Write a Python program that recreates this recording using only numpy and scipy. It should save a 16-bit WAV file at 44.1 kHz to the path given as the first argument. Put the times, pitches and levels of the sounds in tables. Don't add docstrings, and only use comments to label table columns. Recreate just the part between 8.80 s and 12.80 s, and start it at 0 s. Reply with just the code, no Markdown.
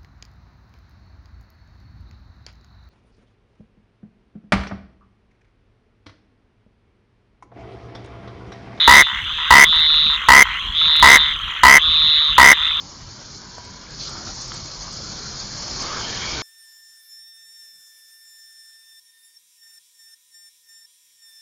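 import sys
import numpy as np
from scipy import signal
from scipy.fft import rfft, irfft, next_fast_len
from scipy.io import wavfile
from scipy.ndimage import uniform_filter1d

SR = 44100
rng = np.random.default_rng(int(sys.argv[2]) if len(sys.argv) > 2 else 0)


def linear_from_db(decibels):
    return 10 ** (np.asarray(decibels, float) / 20)


def materialize(psi):
    bounded = np.clip(np.atleast_2d(psi).T, -1, 1)
    quanta = np.round(bounded * 32767).astype(np.int16)
    wavfile.write(sys.argv[1], SR, quanta)


N = 176400


def along(points, hz):
    f, v = np.transpose(points)
    return np.interp(np.log(hz + 1), np.log(f + 1), v, -120, -120)


def filtered(x, response):
    m = next_fast_len(N + SR // 2)
    return irfft(rfft(x, m) * response(np.fft.rfftfreq(m, 1 / SR)), m)[..., :N]


def noise(points, patchy_db):
    z = signal.stft(rng.standard_normal(N), nperseg=512)[2]
    patches = uniform_filter1d(uniform_filter1d(rng.standard_normal(z.shape), 6, 0), 10, 1)
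    patchy = signal.istft(z * linear_from_db(patchy_db * patches / patches.std()), nperseg=512)[1][:N]
    x = filtered(patchy, lambda hz: linear_from_db(along(points, hz)))
    return x / x.std()


def placed(s, shape, size):
    i = np.ceil(s * SR).astype(int)[:, None] + np.arange(size)
    slots = np.clip(i, -1, N).ravel() + 1
    return np.bincount(slots, shape(i / SR - s[:, None]).ravel(), N + 2)[1:-1]


def rings(s, hz, db, t60, attack_s):
    hz, db = np.reshape(hz, (-1, 1)), np.reshape(db, (-1, 1))

    def tone(t):
        envelope = linear_from_db(db - 60 * t / t60) * (1 - np.exp(-t / attack_s))
        return envelope * np.sin(2 * np.pi * hz * t)
    return placed(s, tone, size=1400)


def field(x, db):
    t60 = 0.08
    tail = rng.standard_normal(SR // 4) * linear_from_db(-60 * np.arange(SR // 4) / SR / t60)
    return x + linear_from_db(db) * signal.fftconvolve(x, tail / np.linalg.norm(tail))[:N]


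def air():
    # (f/Hz, level/dB)
    hiss = [(300, 2), (4500, -17.5), (6500, 2.5), (8000, -8.5), (11000, -14.5), (17000, -14)]
    # (f/Hz, level/dB)
    rumble = [(12, -27.5), (20, 10), (53, -2.5), (124, -13.5), (203, -14.5), (263, -23), (600, -31.5),
              (780, -63), (1320, -120)]
    return linear_from_db(-53) * noise(hiss, patchy_db=-3.5) + linear_from_db(-35.5) * noise(rumble, patchy_db=3.5)


def chorus():
    # (f/Hz, level/dB)
    hum = [(150, -40.5), (600, -32.5), (850, -19), (1100, -1.5), (2400, -8.5), (3300, 2), (4100, -11),
           (4800, -47.5)]
    # (f/Hz, spread of pitch [natural log], rate [peeps a second], level/dB)
    peeps = [(1160, 0.089, 65, -31.5), (2010, 0.09, 54, -36.5), (3050, .07, 150, -16.5),
             (3466, 0.071, 140, -35.5), (6000, 0.012, 100, -44)]
    peep_t60, scatter_db, attack_s = 0.02, 2.5, 0.0019
    out = linear_from_db(-29) * noise(hum, patchy_db=4)
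    for hz, spread, rate, db in peeps:
        luck, waits = rng.standard_normal((700, 2)), rng.gamma(4, 1 / 4, size=700)
        s = np.cumsum(waits) / rate
        on = s < N / SR
        out += rings(s[on], hz * np.exp(spread * luck[on, 0]), db + scatter_db * luck[on, 1],
                     peep_t60, attack_s)
    return out


def trills():
    # (t/s, level/dB)
    efforts = [
        [(-.2, -30), (-.17, -14), (0, -14.5), (.15, -15), (.26, -22), (.33, -33.5), (.37, -50)],
        [(.84, -20), (.87, -18), (.9, -15.5), (1.04, -13.5), (1.3, -15.5), (1.36, -20), (1.38, -53)],
        [(1.93, -35.5), (1.95, -21.5), (1.98, -16.5), (2.16, -12.5), (2.41, -17), (2.54, -26.5), (2.61, -49)],
        [(2.99, -28), (3.03, -17.5), (3.2, -13.5), (3.36, -14.5), (3.5, -17), (3.54, -22.5), (3.56, -52)],
        [(.41, -38.5), (.45, -29.5), (.62, -25.5), (.75, -23.5), (.9, -27.5), (.98, -33)],
        [(3.5, -40), (3.56, -22.5), (3.75, -23), (3.9, -25.5), (4.05, -24.5)],
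        [(2.3, -34.5), (2.42, -21), (2.62, -40)],
        [(3.7, -41.5), (3.84, -20), (4.1, -31)],
    ]
    pulses = [
        [(0.022, 152.8), (0.05, 152.5), (0.25, 147.8), (0.3, 147.6)],
        [(0.88, 158.1), (0.92, 158.8), (0.99, 156.9), (1.06, 153.3), (1.16, 153.0), (1.22, 151.0),
         (1.32, 149.1), (1.355, 151.3)],
        [(1.96, 157.1), (2.03, 159.7), (2.08, 156.4), (2.12, 153.9), (2.2, 153.4), (2.41, 150.0), (2.48, 147.5),
         (2.54, 151.3)],
        [(3.02, 158.2), (3.08, 158.6), (3.13, 156.4), (3.19, 154.5), (3.26, 153.0), (3.32, 153.0),
         (3.48, 149.8), (3.53, 153.7)],
        [(0.48, 157.8), (0.55, 157.7), (0.62, 157.8), (0.68, 156.3)],
        [(3.76, 155.9), (3.82, 154.0), (3.9, 153.6), (3.97, 153.9)],
    ]
    note_hz, hz_per_db, ref_db = 3746, 15.5, -14.5
    start_sag_hz, warm_up_s = 200, 0.091
    jitter_s, scatter_db = .000008, .3
    rise_s, fall_s, gain_db, top_db = 0.00065, 0.00072, 9.5, -4.8
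    edge_db, edge_s = -16, 0.00044
    upper_hz, upper_db = 4720, -32
    echo_s, echo_db = .0031, -9
    out = np.zeros(N)
    for call, rate in zip(efforts, pulses + [pulses[4]] * 2):
        s, level = np.transpose(call)
        t = np.arange(s[0], s[-1], 1 / SR)
        turns = np.cumsum(np.interp(t, *np.transpose(rate))) / SR
        at = np.interp(np.arange(int(turns[-1])), turns, t)
        luck = rng.standard_normal((140, 2))[:len(at)]
        at = at + jitter_s * luck[:, 0]
        db = np.interp(at, s, level)[:, None]
        sag_hz = start_sag_hz * np.exp(-(at[:, None] - s[0]) / warm_up_s)
        hz = note_hz + hz_per_db * (db - ref_db) - sag_hz
        pip_db = np.minimum(db + gain_db, top_db) + scatter_db * luck[:, 1:]

        def pip(u):
            u = u - .0016
            body = np.exp(-(u / np.where(u < 0, rise_s, fall_s)) ** 2 / 2)
            edge = linear_from_db(edge_db) * np.exp(-((u + 0.00036) / edge_s) ** 2 / 2)
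            tone = np.sin(2 * np.pi * hz * u) + linear_from_db(upper_db) * np.sin(2 * np.pi * upper_hz * u)
            return (body + edge) * tone
        out += placed(at, lambda u: linear_from_db(pip_db) * (pip(u) + linear_from_db(echo_db) * pip(u - echo_s)), size=400)
    return out


def bouts(table, period, modes, attack_s):
    jitter_s, scatter_db, pitch_scatter = .0008, 2, 0.0061
    s0, many, db = np.transpose(table)[:, :, None]
    k, luck = np.arange(9), rng.standard_normal((len(table), 9, 3))
    on = k < np.round(many)
    s = (s0 + period * k + jitter_s * luck[..., 0])[on]
    db = (db + scatter_db * luck[..., 1])[on]
    pitch = 1 + pitch_scatter * luck[on, 2]
    return sum(rings(s, hz * pitch, db + level, t60, attack_s) for hz, level, t60 in modes)


def ticking_caller():
    # (t/s, number of ticks, level/dB)
    runs = [(-.09, 8, -13.5), (.165, 9, -20.5), (.418, 9, -18), (.65, 8, -16.5), (.9043, 8, -23.5),
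            (1.155, 8, -20), (1.4147, 8, -17), (1.6646, 8, -17.5), (1.9225, 8, -15), (2.165, 8, -16.5),
            (2.406, 9, -15.5), (2.6853, 8, -18), (2.89, 6, -12.5), (3.1168, 8, -15), (3.3972, 8, -15),
            (3.668, 9, -17.5), (3.9434, 3, -18.5)]
    # (f/Hz, level/dB, t60/s)
    modes = [(3170, 3.5, 0.017), (6320, -15.5, 0.013)]
    return bouts(runs, .0261, modes, attack_s=.0012)


def croaks(table, tires_db=0):
    # (f/Hz, rise over the croak/Hz, level/dB, change over the croak/dB,
    # t60/s, attack/s, start below the mode/Hz, second click/dB)
    modes = [(978, 30, 1, -12.5, 0.023, 0.0015, -350, -4), (1270, 180, 7.5, -8, 0.0063, 0.00048, 100, -5.5),
             (1569, 110, -.5, -5, 0.0081, 0.001, 296.5, -1),
             (1937.6, 167, -0.5, 10, 0.013, 0.00067, 595, -0.1)]
    slow_start_s, hurry, jitter_s = .0025, 3, .0005
    twin_s, twin_db = .0047, 0.8
    last_db, last_twin_db, last_sag = -12.5, -8.5, .05
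    glide_s, choke, choke_s = .0005, .85, .0004
    drier = 0.3
    scatter_db, scatter_pitch = 1.2, .006
    rasp_db, rasp_t60 = -22, .008

    s0, pairs, period, db = np.transpose(table)[:, :, None]
    k, luck = np.arange(12), rng.standard_normal((len(table), 12, 12))
    into = period * k + slow_start_s * hurry * (1 - np.exp(-k / hurry))
    on = k < np.round(pairs)
    last = (k >= 10) & (pairs > 0)
    s = (s0 + into + jitter_s * luck[..., 0] * np.clip(k / hurry / 2, 0, 1))[on]
    fill = (into / 0.14)[on]
    db = (db + last_db * last)[on]
    luck, last = luck[on], last[on]
    gap = twin_s + jitter_s * luck[:, 1]

    def col(first, second):
        return np.r_[first, second][:, None]
    s = np.r_[s, s + gap]
    choked = col(gap, gap + 1)
    second = col(0 * gap, 0 * gap + 1)
    fill = col(fill, fill)
    db = col(db, db + twin_db + last_twin_db * last) + tires_db * fill ** 3
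    sag = last_sag * col(last, last)
    luck = np.r_[luck[:, 2:7], luck[:, 7:]]
    pitch = 1 + scatter_pitch * luck[:, 4:] - sag

    def click(t):
        choking = 1 / (1 + np.exp(-np.clip((t - choked) / choke_s, -50, 50)))
        left = 1 - np.clip(choke * fill ** 0.23, 0, 1) * choking
        total = 0
        for m, (hz, rise, level, grow, t60, attack, low, twin) in enumerate(modes):
            mode_db = db + level + grow * fill + twin * second + scatter_db * luck[:, [m]]
            envelope = linear_from_db(mode_db - 60 * t / t60 / (1 - drier * fill)) * (1 - np.exp(-t / attack))
            glide = low * glide_s * (1 - np.exp(-t / glide_s))
            total = total + envelope * np.sin(2 * np.pi * ((hz + rise * fill) * pitch * t - glide))
        return -left * total
    breath = noise([(300, -49.0), (1000, -18.5), (2300, -11), (3000, 7.0), (8000, -8.0)], patchy_db=-2.0)
    rasp = placed(s, lambda t: linear_from_db(db + rasp_db - 60 * t / rasp_t60), size=800) * breath
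    return placed(s, click, size=1200) + rasp


def far_neighbours():
    # (t/s, level/dB)
    calls = [(-.05, -16.5), (0.268, -13.5), (0.585, -17.5), (.927, -14), (1.109, -23.5), (1.3, -17.5),
             (1.655, -13.5), (1.885, -27), (2.08, -17), (2.384, -13), (2.675, -21.5), (3.12, -31.5),
             (3.23, -22.5), (3.418, -23.5), (3.772, -17.5)]
    pairs, period_s, tires_db = 11, .0139, -6
    top_hz, low_hz = 3600, 970
    x = croaks([(s, pairs, period_s, db) for s, db in calls], tires_db)
    return filtered(x, lambda hz: 1 / (1 + 1j * hz / top_hz) / (1 + (low_hz / (hz + 1)) ** 6))


def knocking_caller():
    # (t/s, number of knocks, level/dB)
    runs = [(.016, 2, -18), (.4648, 1, -33), (.6564, 1, -11.5), (1.1, 5, -13), (1.377, 3, -13.5),
            (1.668, 3, -14), (1.8537, 1, -34), (2.0148, 2, -9.5), (2.153, 2, -11.5), (2.5117, 1, -15),
            (2.5575, 7, -15.5), (2.978, 4, -40), (3.2176, 1, -17), (3.298, 4, -19), (3.485, 3, -14),
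            (3.825, 3, -10.5)]
    # (f/Hz, level/dB, t60/s)
    modes = [(1357, -2, 0.019), (1760, 1.5, 0.0054), (2550, 4, 0.0079)]
    return bouts(runs, .0412, modes, attack_s=.0015)


def near_frog():
    # (t/s, number of click pairs, click period/s, level/dB)
    calls = [
        (.0767, 11, .01367, 12),
        (.7066, 10, .01365, 12),
        (1.4863, 10, .01403, 12),
        (2.2261, 11, .0136, 12),
        (2.8342, 11, .01387, 12),
        (3.5811, 11, .01404, 12),
    ]
    return croaks(calls)


def crackles():
    # (t/s, peak level/dB)
    events = [
        (0.9628, -26),
        (1.0005, -26.5),
        (2.108, -46.5),
        (2.1386, -43.5),
        (2.165, -15.5),
        (2.1991, -20.5),
        (3.245, -52.5),
    ]
    t60, gain_db = .0015, 1
    s, db = np.transpose(events)
    grit = noise([(3000, -22), (6000, 3.5), (17000, 3.5)], patchy_db=-2.5)
    return grit * placed(s, lambda t: linear_from_db(db[:, None] + gain_db - 60 * t / t60), size=200)


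def scene():
    far = far_neighbours() + ticking_caller() + knocking_caller()
    mix = air() + chorus() + field(trills(), -13) + field(far, -20.5) + field(near_frog(), -22) + crackles()
    return mix[None]


def band_limit(x):
    return signal.sosfilt(signal.butter(12, 17080, fs=SR, output="sos"), x)


def record(dry):
    # (f/Hz, level/dB)
    smear = [(300, -12.5), (2500, -6.5), (6000, -11.5), (10000, -15), (17000, -15)]
    clip_up, clip_down, hard = .8, .75, 40
    bass_hz, bass_q = 49.6, 1.4
    shelf_hz, shelf_db = 7540, -6
    top_hz, top_db = 17080, -45
    ceiling = np.where(dry > 0, clip_up, clip_down)
    x = dry / (1 + np.abs(dry / ceiling) ** hard) ** (1 / hard)

    lost = np.minimum(np.abs(dry - x), .3) ** 2
    spread = np.abs(uniform_filter1d(uniform_filter1d(lost, size=300), size=300))
    x = x + linear_from_db(-7.5) * np.sqrt(np.roll(spread, shift=120, axis=1)) * noise(smear, patchy_db=-0.5)

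    def response(hz):
        band = np.where(hz < top_hz, 1, linear_from_db(top_db))
        shelf = (1 + 1j * linear_from_db(shelf_db) * hz / shelf_hz) / (1 + 1j * hz / shelf_hz)
        bass_cut = hz ** 2 / (hz ** 2 - bass_hz ** 2 - 1j * hz * bass_hz / bass_q)
        return band * shelf * bass_cut
    return band_limit(filtered(x, response))


dry = scene()
out = record(dry)
materialize(out)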